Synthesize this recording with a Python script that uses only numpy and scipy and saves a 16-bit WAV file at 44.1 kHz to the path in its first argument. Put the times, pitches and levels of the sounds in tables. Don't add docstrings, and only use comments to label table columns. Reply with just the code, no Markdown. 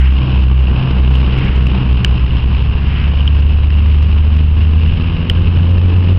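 import sys
import numpy as np
from scipy import signal
from scipy.fft import rfft, irfft, next_fast_len
from scipy.io import wavfile
from scipy.ndimage import uniform_filter1d

SR = 44100
rng = np.random.default_rng(int(sys.argv[2]) if len(sys.argv) > 2 else 0)


def transcribe(u):
    v = np.clip(np.atleast_2d(u).T, -1, 1)
    q = np.round(v * 32767).astype(np.int16)
    wavfile.write(sys.argv[1], SR, q)


N = 272538
TIME = np.arange(N) / SR

# time in seconds, gain in dB.
EXHAUST_STRENGTH = [(0, -6), (.27, 1.5), (.6, 1.3), (1.3, 2.7), (1.85, 1), (2.3, -3), (4.0, -2.5),
                    (5.0, -2.5), (5.55, 3), (6.18, 2.5)]


def left_engine():
    # time in seconds, firing and blade rate in Hz.
    speed = [(0.0, 66.43), (0.48, 65.62), (2.41, 66.08), (3.05, 70.62), (3.2, 70.72), (3.61, 72.94),
             (4.58, 76.37), (4.97, 80.82), (6.18, 91.02)]
    # base level in dB, slope in dB per octave of speed.
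    laws = [(-12, 4), (-23.5, -5), (-35, -1)]
    # multiple of the firing rate, relative level in dB.
    overtones = [(1.5, -7.5), (2.5, -5.5), (3, 0), (4, -12), (4.5, -14), (5, -15.5), (6, -13.5), (7, -22)]
    # time in seconds, gain of the blade tone in dB.
    swell = [(0, 5), (1.6, -4), (2.5, 0), (2.92, -3), (3.4, 4.5), (4.75, 3), (5.12, -6.5), (5.65, 3.5),
             (6.18, 2)]
    return engine(speed, laws, overtones, start_turn=-.06, swell_db=in_time(swell))


def right_engine():
    # time in seconds, firing and blade rate in Hz.
    speed = [(0.0, 63.95), (1.4, 64.02), (1.73, 63.23), (2.68, 53.46), (2.8, 52.79), (4.08, 49.18),
             (4.39, 49.82), (5.42, 47.3), (6.18, 48.37)]
    # base level in dB, slope in dB per octave of speed.
    laws = [(-11, 29), (-19, 8.5), (-29.5, 1.5)]
    # multiple of the firing rate, relative level in dB.
    overtones = [(.5, -6.5), (1.5, -9), (3, 2), (4, -16.5), (4.5, -7.5), (5, -11), (6, -18.5), (7, -18),
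                 (9, -22.5)]
    return engine(speed, laws, overtones, start_turn=.035, swell_db=0)


def engine(speed, laws, overtones, start_turn, swell_db):
    hz, taxi_hz = in_time(speed), 65
    turns = start_turn + np.cumsum(hz) / SR
    octaves = np.log2(hz / taxi_hz)
    tone_db, octave_db, upper_db = [db + slope * octaves for db, slope in laws]
    lift_db = 0.47 * in_time(EXHAUST_STRENGTH)
    tilt_db = 2 * octaves
    tones = drone(turns, tone_db + swell_db, octave_db + lift_db, upper_db + lift_db, tilt_db, overtones)
    return np.array([tones, firings(turns), puffs(turns)])


def drone(turns, tone_db, octave_db, upper_db, tilt_db, overtones):
    out = from_db(tone_db) * np.sin(2 * np.pi * turns) + from_db(octave_db) * np.sin(4 * np.pi * turns)
    for multiple, db in overtones:
        fading_db = 3 * drift(1.5)
        amplitude = from_db(upper_db + db + tilt_db * multiple + fading_db)
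        out += amplitude * np.sin(2 * np.pi * multiple * turns)
    return np.sqrt(2) * out


def firings(turns, cylinder_db=-3.0, scatter_db=-1.3):
    at = np.flatnonzero(np.diff(np.floor(turns)) > 0)
    cylinders = np.array([1, -1, 0, -.5])[np.arange(len(at)) % 4]
    pulses = np.zeros(N)
    pulses[at] = from_db(cylinder_db * cylinders + scatter_db * rng.standard_normal(len(at)))
    return rms_one(pulses)


def puffs(turns, depth_db=2.5, second_db=1.0, ragged_db=2.5):
    swell_db = depth_db * np.cos(2 * np.pi * turns) + second_db * np.cos(4 * np.pi * turns)
    return rms_one(rng.standard_normal(N) * from_db(swell_db + ragged_db * drift(120)))


def exhaust(pulses, gas, surge_db):
    # frequency in Hz, relative spectral density in dB.
    bark_spectrum = [(50, -17.5), (90, -11), (150, 5), (220, -0.5), (310, -7), (450, -11), (600, -21.5),
                     (900, -39.5)]
    rush_spectrum = [(300, -28), (550, -3), (750, 4), (1080, 8), (1350, 1), (1650, 0), (2000, -18.5)]
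    rasp_spectrum = [(1900, -11.5), (2300, -5.5), (2600, 1), (2850, 3.5), (3100, -1), (3350, -8.5),
                     (3900, -13), (4400, -19.5), (5150, -19.5), (5600, -29.5), (6100, -50.5), (6800, -71.5)]
    strength_db = in_time(EXHAUST_STRENGTH)
    rush_db = -34 + .55 * strength_db - 0.4948 * TIME
    rasp_db = -32.5 + .2 * strength_db - 0.29 * TIME
    flicker_db = 0.98 * drift(16)
    bark = from_db(-24 + strength_db) * coloured(gas + from_db(-8) * pulses, bark_spectrum)
    rush = from_db(rush_db) * coloured(gas + from_db(-11) * pulses, rush_spectrum)
    rasp = from_db(rasp_db + surge_db + flicker_db) * coloured(gas, rasp_spectrum)
    return bark + rush + rasp


def wash(rumble_rise_db, hiss_rise_db):
    # frequency in Hz, relative spectral density in dB.
    buffet_spectrum = [(5, -9), (18, -5.5), (35, -2), (60, -4.5), (100, -3.5), (200, -25)]
    hiss_spectrum = [(900, -1), (1500, 3.5), (2300, 4), (3100, 1), (3900, -25.5), (5200, -23),
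                     (6000, -40.5), (6700, -65.5)]
    rumble = coloured(rng.standard_normal(N) * from_db(2 * drift(22)), buffet_spectrum)
    hiss = coloured(rng.standard_normal(N), hiss_spectrum)
    rumble_db = -21 + 0.34 * TIME + rumble_rise_db
    return from_db(rumble_db) * rumble + from_db(-44 + hiss_rise_db) * hiss


def gusts():
    # centre in seconds, half length in seconds, rises of rumble, hiss and rasp in dB.
    surges = [(.04, 0.087, -12, 17.5, 1.5), (.32, .14, -3.5, -7, 1.5), (1.149, 0.079, -9, -2, 3),
              (1.472, .19, 2, 14, 2), (2.98, .13, 3.5, 13, 2), (4.95, 0.11, 5, 1.5, 2),
              (5.534, 0.14, 6.5, 1.5, 1)]
    return sum(np.outer(rises_db, np.exp(-((TIME - s) / half_s) ** 2)) for s, half_s, *rises_db in surges)


def grit(gain_db=5.5, swell_s=0.00068):
    # start in seconds, relative level in dB, ring pitch in Hz, scrape against ring in dB.
    grains = [(.671, -14, 2700, -41), (.762, -15.5, 2740, -21), (.826, -15, 2700, -36),
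              (1.667, -11.5, 2737, -33), (2.0463, -1.5, 2970, -10.5), (2.180, -18, 2820, -21),
              (2.307, -17.5, 2850, -18), (3.188, -18, 3000, -31), (3.206, -13.5, 2930, -20),
              (3.2767, -5.5, 3060, -29), (3.468, -25, 2860, -26), (3.704, -15, 2730, -11),
              (5.298, -1.5, 3050, -13)]
    # ratio of a mode to the ring pitch, relative level in dB.
    case_modes = [(.55, -26), (1, -2.5), (1.72, -31.5)]
    # frequency in Hz, relative spectral density in dB.
    scrape_spectrum = [(1000, -10), (1650, 17.5), (2200, 7), (3000, -2.5), (4200, -7), (5200, 3.5),
                       (6200, -39.5)]
    out, t = np.zeros(N), TIME[:SR // 50]
    noise = coloured(rng.standard_normal(N), scrape_spectrum)
    scrapes = noise[:len(grains) * len(t)].reshape(len(grains), -1)
    envelope = (t / swell_s) ** 2 * np.exp(-t / swell_s)
    for (s, db, hz, scrape_db), scrape in zip(grains, scrapes):
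        ring = sum(from_db(mode_db) * np.sin(2 * np.pi * ratio * hz * t) for ratio, mode_db in case_modes)
        add(out, s, from_db(db + gain_db) * envelope * (ring + from_db(scrape_db) * scrape))
    return out


def limiter(x, ceiling, release_db_per_s, attack_s):
    crest = np.abs(uniform_filter1d(x, size=SR // 1000, axis=-1))
    over_db = np.maximum(20 * np.log10(crest / ceiling + 1e-9), 0)
    release_db = release_db_per_s * TIME
    held_db = np.maximum.accumulate(over_db + release_db, axis=-1) - release_db
    pole = np.exp(-1 / (attack_s * SR))
    return x * from_db(-signal.lfilter([1 - pole], [1, -pole], held_db))


def overload(x, top, hardness):
    return x / (1 + np.abs(x / top) ** hardness) ** (1 / hardness)


def coloured(x, spectrum):
    hz, db = np.transpose(spectrum)
    size = next_fast_len(N)
    octave = np.log2(np.maximum(np.fft.rfftfreq(size, 1 / SR), 1))
    beyond = np.abs(octave - np.clip(octave, np.log2(hz[0]), np.log2(hz[-1])))
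    gain = from_db(np.interp(octave, np.log2(hz), db) - 24 * beyond)
    return rms_one(irfft(rfft(x, size) * gain, size)[:N])


def drift(hz):
    step, settle = 40, 2000
    pole = np.exp(-2 * np.pi * hz * step / SR)
    noise = rng.standard_normal(N // step + settle + 2)
    slow = signal.lfilter([1], [1, -2 * pole, pole * pole], noise)[settle:]
    return np.interp(np.arange(N) / step, np.arange(len(slow)), rms_one(slow))


def in_time(curve):
    return np.interp(TIME, *np.transpose(curve))


def add(out, s, sound):
    at = int(s * SR)
    out[at:at + len(sound)] += sound[:N - at]


def from_db(db):
    return 10 ** (np.asarray(db) / 20)


def rms_one(x):
    return x / np.sqrt(np.mean(x ** 2) + 1e-20)


def scene():
    tones, pulses, gas = left_engine() + right_engine()
    rumble_rise_db, hiss_rise_db, rasp_rise_db = gusts()
    air = wash(rumble_rise_db, hiss_rise_db)
    ticks = grit()
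    return (tones + exhaust(pulses, gas, rasp_rise_db) + air + ticks)[None]


def record(dry):
    held = limiter(dry, ceiling=0.62, release_db_per_s=58.5, attack_s=0.0015)
    clipped = overload(held, top=0.727, hardness=75)
    stopband_hz = 15800
    return signal.sosfilt(signal.cheby2(12, 70, stopband_hz, fs=SR, output="sos"), clipped)


dry = scene()
out = record(dry)
transcribe(out)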